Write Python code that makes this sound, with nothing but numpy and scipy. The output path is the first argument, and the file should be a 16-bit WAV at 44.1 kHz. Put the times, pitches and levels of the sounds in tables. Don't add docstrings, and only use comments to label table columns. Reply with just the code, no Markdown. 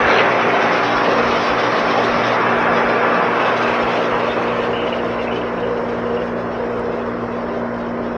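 import sys
import numpy as np
from scipy import signal
from scipy.fft import rfft, irfft, next_fast_len
from scipy.io import wavfile
from scipy.ndimage import uniform_filter1d

SR = 44100
rng = np.random.default_rng(int(sys.argv[2]) if len(sys.argv) > 2 else 0)


def put_to_file(sound):
    columns = np.atleast_2d(sound).T
    safe = np.clip(columns, -1, 1)
    whole_steps = np.round(safe * 32767)
    wavfile.write(sys.argv[1], SR, whole_steps.astype(np.int16))


N = 360297
T = np.arange(N) / SR
FRAME_T = np.arange(N // 256 + 5) * 256 / SR
BIN_HZ = np.fft.rfftfreq(1024, 1 / SR)

MOTOR_HZ, FULL_SPEED_HZ = 59.2, 97
CUT_END_S, JIG_NEAR_S, JIG_CLEAR_S, POWER_OFF_S = 0.76, 0.56, 2.37, 3.17

# frequency in Hz, relative spectral level in dB.
SUCTION_COLOUR = [(25, -42), (70, -35.5), (150, -9.5), (260, -6), (370, 0.5), (480, 1), (640, 0), (770, -4),
                  (1050, -5.5), (1450, -8), (2000, -15.5), (2700, -33), (3500, -57), (4400, -45),
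                  (5200, -42.5), (6100, -51.5), (7200, -53), (9800, -63)]
RUMBLE_COLOUR = [(15, -16.5), (40, -3), (65, -0.5), (95, 8.5), (160, -23.5), (500, -75.5)]
RUSTLE_COLOUR = [(2500, -29.5), (4500, -4.5), (5400, 3), (6300, 9.5), (7200, -14), (9800, -8)]
SHIMMER_COLOUR = [(1300, -26), (1900, 8), (2700, 6), (3400, 4), (4400, -4.5), (5500, -1.5), (6200, -17),
                  (7000, -45.5)]
DRIVE_COLOUR = [(900, -27.5), (2000, 4.5), (2650, 8), (3100, 3.5), (3600, -6.5), (4400, -6.5), (5400, -23),
                (6300, -17), (7200, -27.5), (9800, -46)]
RASP_COLOUR = [(1200, -53.5), (2250, 4), (2600, 2.5), (2880, 8), (3050, -2.5), (3250, -25), (3800, -37),
               (5000, -38), (6500, -70)]
GAP_COLOUR = [(90, -40), (300, -15), (700, 8), (1100, -6), (2400, 1), (3400, 3.5), (4300, -.5),
              (5400, -1.5), (6100, -7.5), (7000, -25), (11000, -32)]
BARE_TEETH_COLOUR = [(90, -49.5), (400, -17.5), (800, -3), (1000, -5.5), (1400, -1), (1750, 0),
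                     (2200, -32.5), (3000, -43), (6000, -58.5)]
BLADE_AIR_COLOUR = [(50, -60.5), (95, -24.5), (160, -6), (330, -7.5), (560, -1.5), (760, 3.5), (900, 1),
                    (1100, 1.5), (1400, -1), (1800, -5), (2500, -10.5), (3400, -25), (4400, -39.5),
                    (5400, -43), (6300, -41.5), (7000, -81), (9400, -47)]
BITE_COLOUR = [(300, -14), (900, 3), (1700, 0), (2600, 5), (3400, -3), (4300, -4), (4900, -33), (5800, -15),
               (6600, -45), (8000, -57)]
CUT_COLOUR = [(70, -54), (150, -23.5), (400, 1.5), (900, 2.5), (1500, 3), (2300, 0.5), (3000, -11.5),
              (4300, -25), (6000, -25), (7000, -50.5)]

# frequency in Hz, depth in dB.
SUCTION_EDDIES = [(1500, 1), (2600, 3.6), (4500, 3.6), (7000, 1.5)]
SUCTION_FLICKER = [(2000, 0), (4000, 1.5)]

# time in seconds, relative level in dB.
IMPELLER_RIDE = [(0, -34), (0.27, -34), (0.5, -28), (0.87, -39), (1.15, -29), (1.7, -35), (2.13, -27),
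                 (2.33, -34), (2.58, -28), (3.2, -31.5), (3.48, -37), (3.68, -30), (4.7, -30.5),
                 (5.4, -29.5), (5.67, -32), (5.95, -28.5), (6.8, -30.5), (6.95, -29), (8.1, -27.5)]
DRONE_RIDE = [(0.0, -30), (0.95, -29.5), (1.22, -17.5), (1.5, -26), (2.0, -25.5), (4.1, -21), (4.85, -20),
              (5.15, -26), (5.55, -27), (5.68, -16.5), (5.95, -24), (6.15, -17.5), (6.3, -23.5),
              (6.52, -39), (6.6, -20), (6.9, -26), (7.1, -27), (8.0, -35.5)]
SONG_RIDE = [(0, -34), (1.8, -34), (2.4, -31), (3.1, -27), (3.3, -28.5), (3.55, -31), (3.9, -34.5),
             (4.5, -43), (6.0, -60)]

# centre in Hz, width in Hz, boost in dB.
CABINET_RESONANCES = [(375, 25, 8.5), (526, 49, 4.5), (640, 40, 2), (825, 110, -1), (1090, 27, 4.5),
                      (1450, 30, -1), (2070, 37, 0.5), (2630, 18, 5.5), (3220, 70, -1), (3620, 36, 11),
                      (3930, 34, 6), (5430, 140, 14.5)]
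# centre in Hz, width in Hz, level in dB.
PANEL_MODES = [(651, 29, -45.5), (941, 22, -44), (1041, 31, -40), (1490, 15, -49)]
# frequency in Hz, level in dB.
MOTOR_HARMONICS = [(118.4, -40), (177.6, -40), (296, -42.5), (414.4, -42), (592, -39.5), (947.2, -47.5)]
# multiple of the shaft speed, base level in dB.
WHINE_HARMONICS = [(3, -38), (6, -42.5), (14, -40.5), (24, -43)]
# frequency in Hz, relative level in dB, seconds to fall 60 dB.
JIG_MODES = [(538, -6, .045), (800, -1, 0.03), (1040, -9, .015), (1400, -14, .02)]

# start in seconds, relative level in dB.
THUMP_CUES = [(0.948, -35), (1.119, -41), (1.218, -39), (1.493, -34), (1.825, -40), (2.105, -40),
              (2.557, -38), (2.685, -39), (2.845, -36), (3.674, -39), (3.822, -34), (4.116, -38),
              (4.286, -38)]
# start in seconds, length in seconds, level in dB.
SHOVE_CUES = [(0, 0.071, -30.5), (1.206, 0.44, -40.5), (2.007, 0.2, -39)]
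# start in seconds, relative level in dB.
KNOCK_CUES = [(1.957, -6), (1.974, -12), (2.6, -14)]
# peak in seconds, length in seconds, boost in dB.
FLARE_CUES = [(1.6, .06, 4), (1.8, .04, 4), (2.056, .04, 9)]
# start in seconds, relative level in dB, length in seconds, pitch in Hz.
RASP_CUES = [(3.45, -32, 0.061, 3600), (4.288, -33, .05, 3600), (4.478, -37, 0.036, 3700),
             (4.729, -26.5, 0.061, 2900), (4.78, -28, 0.031, 2990), (4.806, -29, 0.046, 2880),
             (4.868, -30, 0.018, 3000), (4.924, -25, 0.022, 2880), (4.982, -31, 0.027, 2860),
             (5.184, -31, 0.044, 2820), (5.269, -28.5, 0.034, 2620), (5.31, -30, 0.038, 2960),
             (5.352, -32, 0.039, 3050), (5.411, -29, 0.012, 2960), (5.454, -39, 0.05, 2880),
             (5.572, -34, 0.022, 2810), (5.626, -36, 0.036, 2940), (5.769, -41, .02, 2850),
             (6.056, -39, 0.025, 2880), (6.097, -40, .02, 2900), (6.162, -34.5, 0.032, 2870),
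             (6.208, -37, .025, 2840), (6.545, -40.5, .025, 2960), (6.724, -41, .025, 2590)]


def gain_of(db):
    return 10 ** (np.asarray(db) / 20)


def unit_rms(x):
    return x / np.sqrt(np.mean(x ** 2) + 1e-20)


def since(s, t=T):
    return np.maximum(t - s, 0)


def ramp(s, length_s):
    return np.clip((T - s) / length_s + .5, 0, 1)


def ride_db(points):
    return np.interp(T, *np.transpose(points))


def curve_db(points, hz):
    f, db = np.transpose(points)
    return np.interp(np.log(hz + 1), np.log(f + 1), db)


def wander(rate_hz):
    size = next_fast_len(N, True)
    hz = np.fft.rfftfreq(size, 1 / SR)
    spectrum = rfft(rng.standard_normal(size)) / (1 + (hz / rate_hz) ** 4)
    return unit_rms(irfft(spectrum, size)[:N])


def resonance(centre_hz, width_hz):
    angle = 2 * np.pi * np.cumsum(centre_hz * np.ones(N)) / SR
    return unit_rms(wander(width_hz / 2) * np.cos(angle) + wander(width_hz / 2) * np.sin(angle))


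def turbulence(colour_db, patchy_db):
    real, imag, eddies = rng.standard_normal((3, len(FRAME_T), len(BIN_HZ)))
    eddies = unit_rms(uniform_filter1d(uniform_filter1d(eddies, size=10, axis=0), size=4, axis=1))
    eddies = 2 * np.tanh(eddies / 2)
    colour = gain_of(colour_db)
    colour = colour / np.linalg.norm(colour, axis=-1, keepdims=True)
    frames = (real + 1j * imag) * colour * gain_of(patchy_db * eddies)
    return unit_rms(signal.istft(frames.T, nperseg=1024, noverlap=768)[1][:N])


def cabinet_db():
    return sum(db / (1 + (2 * (BIN_HZ - hz) / width) ** 2) for hz, width, db in CABINET_RESONANCES)


def speed_share(t=T, drag_s=0.8, drag_power=0.38):
    return (1 + since(POWER_OFF_S, t) / drag_s) ** -drag_power


def shaft_angle():
    return 2 * np.pi * np.cumsum(FULL_SPEED_HZ * speed_share()) / SR


def turn_pulse(depth):
    return 1 + depth * np.cos(shaft_angle())


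def jig_closeness(rise_s=0.48, clear_s=0.035):
    return ramp(JIG_NEAR_S, rise_s) * (1 - ramp(JIG_CLEAR_S, clear_s))


def uncovered(fade_s=0.047):
    return ramp(JIG_CLEAR_S, fade_s)


def belt_slack(rise_s=0.44, fade_db_per_s=7.5):
    swell = np.minimum(since(POWER_OFF_S) / rise_s, 1)
    return swell * gain_of(-fade_db_per_s * since(POWER_OFF_S + rise_s))


def workshop_echoes(sound, count=32, t60_s=.35, wet_db=-14):
    delay_s = rng.uniform(.004, .07, count)
    taps = np.zeros(SR // 10)
    taps[(delay_s * SR).astype(int)] = rng.choice([-1., 1.], count) * gain_of(-60 * delay_s / t60_s)
    taps *= gain_of(wet_db) / np.linalg.norm(taps)
    taps[0] = 1
    return signal.oaconvolve(sound, taps / np.linalg.norm(taps))[:N]


def suction(level_db=-23, ease_s=4.7, ease_db_per_s=0.54):
    flicker = np.interp(FRAME_T, T, wander(rate_hz=12))[:, None]
    flicker_db = flicker * curve_db(SUCTION_FLICKER, BIN_HZ)
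    colour_db = curve_db(SUCTION_COLOUR, BIN_HZ) + cabinet_db() + flicker_db
    rush = turbulence(colour_db, patchy_db=curve_db(SUCTION_EDDIES, BIN_HZ))
    return rush * gain_of(level_db - ease_db_per_s * since(ease_s))


def collector_hum(waver_db=2.5, drift=0.0012, unsteady_db=1):
    clock = np.cumsum(1 + drift * wander(rate_hz=3.5)) / SR
    motor = np.zeros(N)
    for hz, db in MOTOR_HARMONICS:
        strength = gain_of(db + waver_db * wander(rate_hz=6.7))
        motor += strength * np.sin(2 * np.pi * (hz * clock + rng.random()))
    vanes = np.sin(2 * np.pi * 4 * MOTOR_HZ * clock)
    vanes_db = ride_db(IMPELLER_RIDE) + unsteady_db * speed_share() * wander(rate_hz=5.1)
    return np.sqrt(2) * (motor + gain_of(vanes_db) * vanes)


def hollow_drone(running_hz=522, resting_hz=468, width_hz=60, rush_db=-9, tone_db=-7):
    flutter = 1 + .27 * wander(rate_hz=16)
    tone = np.sqrt(2) * flutter * np.sin(2 * np.pi * 8 * MOTOR_HZ * T + .5 * wander(rate_hz=8))
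    rush = resonance(resting_hz + (running_hz - resting_hz) * speed_share(), width_hz)
    return (gain_of(rush_db) * rush + gain_of(tone_db) * tone) * gain_of(ride_db(DRONE_RIDE))


def rumble(shake_db=-44, tone_db=-47, duck_db=-14, settle_s=4.27, flutter_db=3):
    shake = gain_of(shake_db) * turbulence(curve_db(RUMBLE_COLOUR, BIN_HZ), patchy_db=-0.5)
    tone = gain_of(tone_db) * np.sqrt(2) * np.sin(2 * np.pi * MOTOR_HZ * T)
    fitful = 1 - ramp(settle_s, length_s=0.6)
    return (shake + tone) * gain_of(fitful * (duck_db + flutter_db * wander(rate_hz=5.5)))


def panels():
    return sum(gain_of(db) * resonance(hz, width) for hz, width, db in PANEL_MODES)


def rustle(level_db=-61, fade_db_per_s=1.8):
    fits_db = 3 * wander(rate_hz=12)
    noise = turbulence(curve_db(RUSTLE_COLOUR, BIN_HZ), patchy_db=2)
    return noise * gain_of(level_db + fits_db - fade_db_per_s * since(POWER_OFF_S))


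def treble_shimmer(low_hz=1750, high_hz=6100, count=46, flutter_db=8, blur_hz=16):
    shimmer = np.zeros(N)
    for hz in low_hz + (high_hz - low_hz) * (np.arange(count) + rng.random(count)) / count:
        swell, drift = unit_rms(uniform_filter1d(rng.standard_normal((2, len(FRAME_T))), size=6, axis=1))
        strength = gain_of(curve_db(SHIMMER_COLOUR, hz) + flutter_db * 2 * np.tanh(swell / 2))
        angle = 2 * np.pi * np.cumsum(hz + blur_hz * drift) * FRAME_T[1]
        shimmer += np.interp(T, FRAME_T, strength) * np.sin(np.interp(T, FRAME_T, angle))
    running = gain_of(-36.5) * speed_share() ** 4
    jig_near = gain_of(-32.5) * jig_closeness()
    slack = gain_of(-33.5) * belt_slack() ** 2
    coasting = gain_of(-43) * speed_share()
    envelope = np.sqrt(running ** 2 + jig_near ** 2 + slack ** 2 + coasting ** 2)
    surge_db = wander(rate_hz=14)
    return unit_rms(shimmer * turn_pulse(depth=.1)) * envelope * gain_of(surge_db)


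def thumps(centre_hz=55, length_s=0.079, trim_db=-1):
    out, age = np.zeros(N), np.arange(0, length_s, 1 / SR)
    envelope = np.sin(np.pi * np.sqrt(age / length_s)) ** 2
    for s, db in THUMP_CUES:
        detune, phase = rng.random(2)
        swing = np.sin(2 * np.pi * (centre_hz * (.85 + .3 * detune) * age + phase))
        out[round(s * SR):][:len(age)] += gain_of(db + trim_db) * envelope * swing
    return np.sqrt(2) * out


def tick(at_s=6.7963, width_s=.00009, level_db=-36, pitch_hz=7800):
    age = T - at_s
    return gain_of(level_db) * np.exp(-(age / width_s) ** 2) * np.cos(2 * np.pi * pitch_hz * age)


def jig_shoves(edge_s=0.034):
    push = sum(gain_of(db) * ramp(s, edge_s) * (1 - ramp(s + length, edge_s))
               for s, length, db in SHOVE_CUES)
    return push * turbulence(curve_db(RUMBLE_COLOUR, BIN_HZ), patchy_db=6)


def jig_knocks(rise_s=0.0012):
    out = np.zeros(N)
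    for s, knock_db in KNOCK_CUES:
        age = since(s)
        attack = 1 - np.exp(-age / rise_s)
        for hz, mode_db, t60 in JIG_MODES:
            out += attack * gain_of(knock_db + mode_db - 60 * age / t60) * np.sin(2 * np.pi * hz * age)
    return out


def drive_whirr(running_db=-46, slack_db=-29.5):
    whirr = turbulence(curve_db(DRIVE_COLOUR, BIN_HZ) + .5 * cabinet_db(), patchy_db=4.8)
    surge_db = 1.4 * speed_share() * wander(rate_hz=9)
    strength = np.hypot(gain_of(running_db) * speed_share(), gain_of(slack_db) * belt_slack())
    return whirr * turn_pulse(depth=0.064) * strength * gain_of(surge_db)


def drive_chatter(level_db=-53, start_s=3.4, fade_db_per_s=3.5):
    fits_db = 5 * np.tanh(wander(rate_hz=22))
    rub = resonance(centre_hz=2880, width_hz=170) * ramp(start_s, length_s=.2)
    return rub * gain_of(level_db + fits_db - fade_db_per_s * since(start_s))


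def drive_rasps(trim_db=-2, rise_s=0.0015, usual_hz=2880, squeal=.9, waver=.025):
    out, age = np.zeros(N), np.arange(SR // 4) / SR
    hz = np.fft.rfftfreq(len(age), 1 / SR)
    for s, db, length, pitch in RASP_CUES:
        friction, slip = rng.standard_normal((2, len(age)))
        colour = gain_of(curve_db(RASP_COLOUR, hz * usual_hz / pitch))
        ring = unit_rms(irfft(rfft(friction) * colour, len(age)))
        squeal_hz = pitch * (1 + waver * unit_rms(uniform_filter1d(slip, size=130)))
        tone = np.sqrt(2) * np.sin(2 * np.pi * np.cumsum(squeal_hz) / SR)
        grip = (1 - np.exp(-age / rise_s)) * np.exp(-(age / length) ** 4)
        out[round(s * SR):][:len(age)] += gain_of(db + trim_db) * grip * unit_rms(ring + squeal * tone)
    return out


def gap_hiss(level_db=-36.5):
    hiss = turbulence(curve_db(GAP_COLOUR, BIN_HZ) + .5 * cabinet_db(), patchy_db=4)
    surge_db = 1.1 * wander(rate_hz=14)
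    flare_db = sum(db * np.exp(-(2 * (T - s) / length) ** 2) for s, length, db in FLARE_CUES)
    return hiss * jig_closeness() * gain_of(level_db + surge_db + flare_db)


def slot_roar(level_db=-28.5, fade_db_per_s=9, running_hz=1680):
    roar = resonance(running_hz * speed_share(), width_hz=320)
    return roar * uncovered() * gain_of(level_db - fade_db_per_s * since(JIG_CLEAR_S))


def bare_teeth(level_db=-27):
    shift = speed_share(FRAME_T)[:, None]
    rush = turbulence(curve_db(BARE_TEETH_COLOUR, BIN_HZ / shift), patchy_db=-3)
    return rush * uncovered() * speed_share() ** 5 * gain_of(level_db)


def blade_air(dulling=0.2, level_db=-18, fade_db=180, steepness=2.92):
    shift = speed_share(FRAME_T)[:, None] ** dulling
    rush = turbulence(curve_db(BLADE_AIR_COLOUR, BIN_HZ / shift) + cabinet_db(), patchy_db=2.5)
    return rush * gain_of(level_db - fade_db * (1 - speed_share()) ** steepness)


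def blade_whine(steepness=3.6, waver_db=2, jitter_rad=0.064, shade_db=5, shade_above_hz=500):
    angle = shaft_angle() + jitter_rad * wander(rate_hz=44)
    tones = np.zeros(N)
    for multiple, db in WHINE_HARMONICS:
        tilt = np.tanh(2 * np.log(multiple * FULL_SPEED_HZ / shade_above_hz)) * (uncovered() - .5)
        strength = gain_of(db + shade_db * tilt + waver_db * wander(rate_hz=1.5))
        tones += strength * np.sin(multiple * angle + rng.uniform(0, 2 * np.pi))
    return np.sqrt(2) * tones * speed_share() ** steepness


def blade_song(multiple=12, fuzz=.3, dissolve_s=.7, waver_db=1):
    angle = multiple * shaft_angle()
    tone = np.sqrt(2) * (np.sin(angle) + fuzz * wander(rate_hz=14) * np.cos(angle))
    whirr = resonance(multiple * FULL_SPEED_HZ * speed_share(), width_hz=130)
    crossfade = np.minimum(since(POWER_OFF_S) / dissolve_s, 1)
    song = np.sqrt(1 - crossfade) * tone + np.sqrt(crossfade) * whirr
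    return song * gain_of(ride_db(SONG_RIDE) + waver_db * wander(rate_hz=6.1))


def load_tone(loaded_db=-29.5, free_db=-35, rise_s=.3, ease_db_per_s=7):
    load = gain_of(loaded_db - ease_db_per_s * since(CUT_END_S)) * np.minimum(T / rise_s, 1)
    strength = np.maximum(load, gain_of(free_db)) * speed_share() ** 4 * gain_of(wander(rate_hz=2.2))
    return np.sqrt(2) * strength * np.sin(4 * shaft_angle())


def bite(level_db=-22.5, peak_s=0.15, width_s=0.08):
    rasp = turbulence(curve_db(BITE_COLOUR, BIN_HZ), patchy_db=4.5) * turn_pulse(depth=0.5)
    envelope = np.exp(-((T - peak_s) / width_s) ** 4)
    return unit_rms(rasp) * envelope * gain_of(level_db)


def cut(start_db=-17, ease_db_per_s=8.5, release_db_per_s=88):
    graze = turbulence(curve_db(CUT_COLOUR, BIN_HZ), patchy_db=4) * turn_pulse(depth=0.1)
    level_db = start_db - ease_db_per_s * T - release_db_per_s * since(CUT_END_S)
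    return unit_rms(graze) * gain_of(level_db)


def scene():
    surge = gain_of(1.6 * wander(rate_hz=20))
    rush = blade_air() + bare_teeth() + slot_roar() + cut()
    rush += surge * (gap_hiss() + drive_whirr()) + suction() + bite()
    saw_tones = blade_whine() + blade_song() + load_tone()
    bed = collector_hum() + hollow_drone() + panels() + rumble()
    top_end = surge * (treble_shimmer() + drive_chatter() + rustle()) + drive_rasps()
    mix = workshop_echoes(rush) + saw_tones + bed + top_end
    return (mix + jig_shoves() + thumps() + jig_knocks() + tick())[None]


def record(dry, cutoff_hz=10300):
    faded = dry * signal.windows.tukey(N, .001)
    low_pass = signal.firwin(255, cutoff_hz, window=("kaiser", 9), fs=SR)
    return signal.oaconvolve(faded, low_pass[None], "same")


dry = scene()
out = record(dry)
put_to_file(out)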